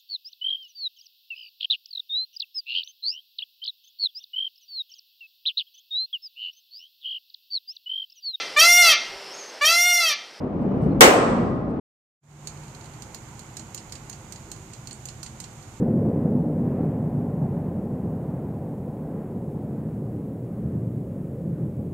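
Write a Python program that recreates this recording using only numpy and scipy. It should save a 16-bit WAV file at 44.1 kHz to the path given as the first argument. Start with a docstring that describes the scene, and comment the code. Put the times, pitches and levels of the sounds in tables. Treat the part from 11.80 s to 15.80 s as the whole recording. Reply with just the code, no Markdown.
"""A rabbit drinks from a bottle on its wire cage. Each lick knocks the steel ball in the spout with a
bright click; about 30 ms later the ball often drops back with a duller one, cushioned by water.
Faint wet ticks of the mouth lie between. Close walls answer briefly; distant traffic rumbles behind,
and the microphones hiss, mostly on the right."""
import sys
import numpy as np
from scipy import signal
from scipy.fft import rfft, irfft, next_fast_len
from scipy.io import wavfile
from scipy.ndimage import map_coordinates

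SR = 44100
rng = np.random.default_rng(int(sys.argv[2]) if len(sys.argv) > 2 else 0)


def transcribe(u):
    """Save the signal u as a 16-bit wav file named by the first command-line argument.

    u: samples, shape (n,) or (channels, n), limited to [-1, 1]; the rate is SR.
    q: integer samples, one column per channel.
    """
    v = np.clip(np.atleast_2d(u).T, -1, 1)
    q = np.round(v * 32767).astype(np.int16)
    wavfile.write(sys.argv[1], SR, q)


N = 176400


def amp(db):
    """Decibels to gain."""
    return 10 ** (np.asarray(db) / 20)


def unit(x):
    """Scale to rms 1."""
    return x / np.sqrt(np.mean(x ** 2) + 1e-20)


def along(points, hz):
    """Read (freq_hz, value) points on a log axis."""
    freqs, values = np.transpose(points)
    return np.interp(np.log(hz + 1), np.log(freqs + 1), values)


def automation(rows):
    """One value per sample from (time_s, value) rows."""
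    return np.interp(np.arange(N) / SR, *np.transpose(rows))


def wobble(rate):
    """A smooth random curve, rate knots a second."""
    return map_coordinates(rng.standard_normal(1000), [np.arange(N) * rate / SR], mode="wrap")


def tone(hz, waver_hz, rate):
    """A wavering sine of rms 1."""
    return np.sqrt(2) * np.sin(2 * np.pi * np.cumsum(hz + waver_hz * wobble(rate)) / SR)


def filtered(x, response):
    """Filter x by a gain that depends on frequency."""
    n = x.shape[-1]
    size = next_fast_len(n + 4096)
    return irfft(rfft(x, size) * response(np.fft.rfftfreq(size, 1 / SR)), size)[..., :n]


def eq(x, points, depth=1, top_hz=np.inf):
    """Apply a (freq_hz, gain_db) curve, scaled by depth and cut off at top_hz."""
    return filtered(x, lambda hz: amp(depth * along(points, hz)) * (hz < top_hz))


def panned(x, balance):
    """Pan each frequency by a balance curve, keeping the channels' mean gain."""
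    def gains(hz):
        ratio = amp(along(balance, hz))
        return 2 * np.array([ratio, np.ones_like(ratio)]) / (1 + ratio)
    return filtered(x, gains)


def add(track, start_s, sound):
    """Mix a sound into the track."""
    part = track[:, round(start_s * SR):][:, :sound.shape[-1]]
    part += sound[..., :part.shape[1]]


# Colour of each microphone's hiss: freq_hz, gain_db
HISS_LEFT_EQ = [(1500, -40), (2800, -16), (3300, -1.5), (5000, -4), (6700, -3), (8500, -8.5), (14000, -9.5)]
HISS_RIGHT_EQ = [(1500, -81), (2800, -10), (3300, -10.5), (5200, -11.5), (5900, -9.5), (6500, -1.5),
                 (7000, 0.5), (7800, -6), (9000, -13.5), (11300, -21), (14000, -21)]

def hiss():
    """Steady noise floor of two microphones, the right one louder."""
    left = unit(eq(rng.standard_normal(N), HISS_LEFT_EQ, top_hz=14500))
    right = unit(eq(rng.standard_normal(N), HISS_RIGHT_EQ, top_hz=14500))
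    return np.array([amp(-61.5) * left, amp(-50) * right])


# Colour of the traffic bed: freq_hz, gain_db
TRAFFIC_EQ = [(15, -29), (28, -20), (36, -14), (48, -17.5), (60, -8.5), (80, -5), (100, -3), (125, 1),
              (150, -4), (175, -7.5), (200, -9), (225, -7), (275, -15.5), (330, -10), (360, -16),
              (390, -13.5), (460, -19), (525, -16.5), (590, -20), (720, -17), (860, -15.5), (1260, -21.5),
              (1430, -21), (1720, -25.5), (2200, -23.5), (3000, -31), (3900, -47.5), (6600, -100)]
# Its stereo image, 1 being mono: freq_hz, correlation
TRAFFIC_IMAGE = [(100, 0.98), (200, 0.98), (350, 0.81), (700, 0.76), (1200, 0.38), (2000, 0.051),
                 (3000, 0.18)]
# Its pan: freq_hz, left_minus_right_db
TRAFFIC_PAN = [(100, -1.86), (350, -0.6), (700, -0.5), (1400, -5), (3000, -3.5)]
# Slow swell above the bass: time_s, gain_db
TRAFFIC_SWELL = [(.7, 1.5), (1.2, 2), (1.6, 1), (2.1, 1), (2.6, 0), (3.2, -.7), (3.6, 0), (4, -0.5)]
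# Fader ride of a far engine, loudest early on: time_s, level_db
ENGINE_RIDE = [(.4, -39), (.5, -38.5), (.62, -43), (.87, -44.5), (1.0, -62), (2.1, -56), (2.27, -48),
               (2.45, -62), (3.2, -63), (3.37, -47.5), (3.5, -63), (4, -55)]
# Hums within the traffic: pitch_hz, level_db
TRAFFIC_HUMS = [(47.8, -58), (224, -68), (328, -66), (387, -68), (522, -73.5), (730, -72.5), (1163, -75.5),
                (1459, -74.5)]

def traffic():
    """Distant rumble, nearly mono in the bass, with an engine note and faint hums."""
    def mid_side_gains(hz):
        width = np.arccos(np.clip(along(TRAFFIC_IMAGE, hz), -1, 1)) / 2
        return amp(along(TRAFFIC_EQ, hz)) * np.array([np.cos(width), np.sin(width)])
    mid, side = filtered(rng.standard_normal((2, N)), mid_side_gains)
    bed = unit(np.array([mid + side, mid - side])) * amp(-44.5)
    bass = filtered(bed, lambda hz: 1 / (1 + (hz / 250) ** 4))
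    swell_db = automation(TRAFFIC_SWELL)
    rumble = bass + (bed - bass) * amp(swell_db - swell_db.mean())
    engine = tone(hz=148.9, waver_hz=1.33, rate=12) * amp(automation(ENGINE_RIDE) - 2)
    hums = sum(tone(pitch_hz, waver_hz=5.88, rate=25) * amp(level_db - 2 + 3.2 * wobble(5.04))
               for pitch_hz, level_db in TRAFFIC_HUMS)
    return panned(rumble + engine + hums, TRAFFIC_PAN)


# Reverb time of the close walls: freq_hz, t60_s
WALL_DECAY = [(300, 0.47), (4000, 0.13), (7000, 0.18), (13000, 0.049)]

def with_walls(dry, wet_db=-7.5, build_s=0.0052):
    """A sound and the walls' short answer, each frequency dying at its own speed."""
    hz, t, noise = signal.stft(rng.standard_normal((2, SR // 3)), SR, nperseg=256)
    decay = amp(-60 * t / along(WALL_DECAY, hz)[:, None])
    tail = signal.istft(noise * decay * (1 - np.exp(-t / build_s)), SR, nperseg=256)[1]
    wet = signal.fftconvolve(dry, tail / np.linalg.norm(tail[0]), axes=1)
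    return dry + amp(wet_db) * wet[:, :dry.shape[1]]


# Ringing modes of the spout: pitch_hz, level_db, t60_s
SPOUT_MODES = [(4134, -6, .022), (4340, -1, 0.029), (4590, -8, .022), (4700, -7, .022), (5806, -13, 0.024),
               (6082, -5, 0.036), (6460, 2.5, 0.054), (6790, 2, 0.054), (6930, -1, .05), (7570, -2, 0.067),
               (7430, -5, 0.038), (8060, -8, 0.038), (8820, 1.5, 0.024), (12200, -5, 0.022),
               (12920, -5, .02)]

def contact(grain, colour, attack_s, rattle_t60_s, ring_db, shared=0.51):
    """One hit in the spout: a dense, short rattle, partly the same grain each time, and the tube's ring."""
    t = np.arange(grain.shape[1]) / SR
    noise = np.sqrt(shared) * grain + np.sqrt(1 - shared) * rng.standard_normal(grain.shape)
    rattle = unit(eq(noise, colour)) * amp(-60 * t / rattle_t60_s)
    ring = 0
    for pitch_hz, level_db, t60_s in SPOUT_MODES:
        envelope = amp(level_db + rng.normal(0, 2.4) - 60 * t / t60_s)
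        cycles = pitch_hz * rng.normal(1, 0.0018) * t + rng.random((2, 1))
        ring += envelope * np.sin(2 * np.pi * cycles)
    return (rattle + amp(ring_db) * ring) * (1 - np.exp(-t / attack_s))


# Mouth ticks and one spit of water: start_s, level_db
MOUTH_TICKS = [(.511, -46), (.650, -49), (.772, -43.5), (0.835, -40), (.881, -39.5), (0.948, -34.5),
               (1.01, -39), (1.043, -37.5), (1.057, -37.5), (1.136, -41), (1.485, -47), (2.094, -40),
               (2.762, -40), (3.825, -39.5)]
WATER_SPIT = (3.1294, -28)
# Colour of each: freq_hz, gain_db
TICK_EQ = [(300, -35), (2200, -18), (3100, -3), (3700, -11), (4300, 6), (5200, -13), (7000, -2),
           (10000, -13), (15000, -38)]
SPIT_EQ = [(1000, -35), (5000, -22), (6500, -2), (8000, 3), (8900, -3), (9700, -18), (14000, -34)]

def mouth(grain):
    """Faint wet ticks of the mouth on the spout, and a short bright spit of water inside it."""
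    out = np.zeros((2, N))
    for start_s, level_db in MOUTH_TICKS:
        tick = contact(grain, TICK_EQ, attack_s=0.0007, rattle_t60_s=0.027, ring_db=-17)
        add(out, start_s, amp(level_db - 5) * with_walls(tick))
    start_s, level_db = WATER_SPIT
    spit = contact(grain, SPIT_EQ, attack_s=0.00043, rattle_t60_s=0.016, ring_db=-32)
    add(out, start_s, amp(level_db - 3.5) * with_walls(spit))
    return out


# The ball lands on its seat: start_s, level_db, low_ring_db
BALL_DROPS = [(1.7944, -29.5, -13), (1.9765, -27, -12.5), (2.153, -31, -7.5), (2.3288, -33.5, -7.5),
              (2.5591, -37.5, -7), (2.9341, -31.5, -13.5), (3.1092, -30.5, -8.5), (3.2859, -27.5, -11.5),
              (3.462, -28.5, -8.5), (3.6401, -31, -9.5)]
# Colour of the landing's rattle: freq_hz, gain_db
DROP_EQ = [(300, -36), (1500, -16), (2400, -10.5), (3000, -4.5), (3700, -11.5), (4300, 3), (5100, -7.5),
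           (6000, -5.5), (7000, 1.5), (8600, -8), (10000, -13.5), (12000, -21), (15500, -28)]

def ball_drops(grain, usual_low_db=-10.5, cushion_hz=9700):
    """The ball falls back with a duller click: water in the tube damps it above cushion_hz."""
    out = np.zeros((2, N))
    for start_s, level_db, low_ring_db in BALL_DROPS:
        click = contact(grain, DROP_EQ, attack_s=0.0005, rattle_t60_s=0.043, ring_db=-15)
        tint = [(4500, low_ring_db - usual_low_db), (6000, 0)]
        add(out, start_s, amp(level_db - 5.5) * with_walls(eq(click, tint, depth=0.62)))
    return filtered(out, lambda hz: 1 / np.sqrt(1 + (hz / cushion_hz) ** 8))


# The tongue knocks the ball: start_s, level_db, low_ring_db, top_db
LICK_HITS = [(0.672, -23.5, -11, -29), (1.2219, -29, -14, -24), (1.346, -26.5, -13, -23),
             (1.593, -31.5, -15, -26), (1.7686, -26, -8, -24.5), (1.946, -23.5, -18, -18),
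             (2.123, -24, -13.5, -32), (2.2965, -28.5, -13.5, -22), (2.5231, -27.5, -10, -22),
             (2.7161, -25, -12.5, -25), (3.0724, -29.5, -11, -27), (3.255, -26.5, -17, -21),
             (3.4307, -24.5, -13, -24), (3.6018, -24.5, -18, -27)]
# Colour of a lick's rattle and of its opening snap: freq_hz, gain_db
LICK_EQ = [(300, -14), (1500, -18), (3000, -9.5), (3700, -10.5), (4300, -2.5), (5100, -9.5), (6000, -8),
           (7000, -1.5), (8000, -6.5), (8600, -6), (9400, -15), (11300, -19), (12300, -15), (12800, -14),
           (13400, -11), (15500, -39)]
SNAP_EQ = [(500, -8), (2000, 0), (3300, -14), (4300, 2), (5200, 5), (7000, 6), (10000, -0.5), (13000, -8),
           (15500, 1)]

def licks(grain, usual_low_db=-14.5, usual_top_db=-20.5, snap_t60_s=0.0095):
    """Bright knocks of the steel ball, each with a sharp snap and tinted by how the tongue lands."""
    out = np.zeros((2, N))
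    t = np.arange(grain.shape[1]) / SR
    for start_s, level_db, low_ring_db, top_db in LICK_HITS:
        body = contact(grain, LICK_EQ, attack_s=0.00044, rattle_t60_s=0.03, ring_db=-10)
        snap = unit(eq(rng.standard_normal(body.shape), SNAP_EQ)) * amp(-60 * t / snap_t60_s)
        click = body + amp(-1) * snap
        tint = [(3300, 0), (4300, low_ring_db - usual_low_db), (6000, 0),
                (9000, 0), (12000, top_db - usual_top_db)]
        add(out, start_s, amp(level_db - 7.5) * with_walls(eq(click, tint, depth=0.62)))
    return out


# Pan of the spout: freq_hz, left_minus_right_db
SPOUT_PAN = [(500, 0), (2000, -9.5), (3300, 3), (4400, -7.5), (5500, -13), (7000, -13.5), (10000, -10),
             (13000, -13)]

def scene():
    """The spout to the right, over traffic and hiss."""
    grain = rng.standard_normal((2, SR // 3))  # noise common to every contact
    spout = licks(grain) + ball_drops(grain) + mouth(grain)
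    return panned(spout, SPOUT_PAN) + traffic() + hiss()


# Master fade-in: time_s, gain_db
FADE_IN = [(.39, -80), (.415, -49), (.436, -19.5), (.5, -10), (.58, -5), (.67, 0.5)]
# Master treble roll-off: freq_hz, gain_db
MASTER_EQ = [(14400, 0), (14900, -17), (15600, -20)]

def record(dry):
    """The mix fades in from silence and loses its highest treble."""
    return eq(dry * amp(automation(FADE_IN)), MASTER_EQ, top_hz=15600)


dry = scene()
out = record(dry)
transcribe(out)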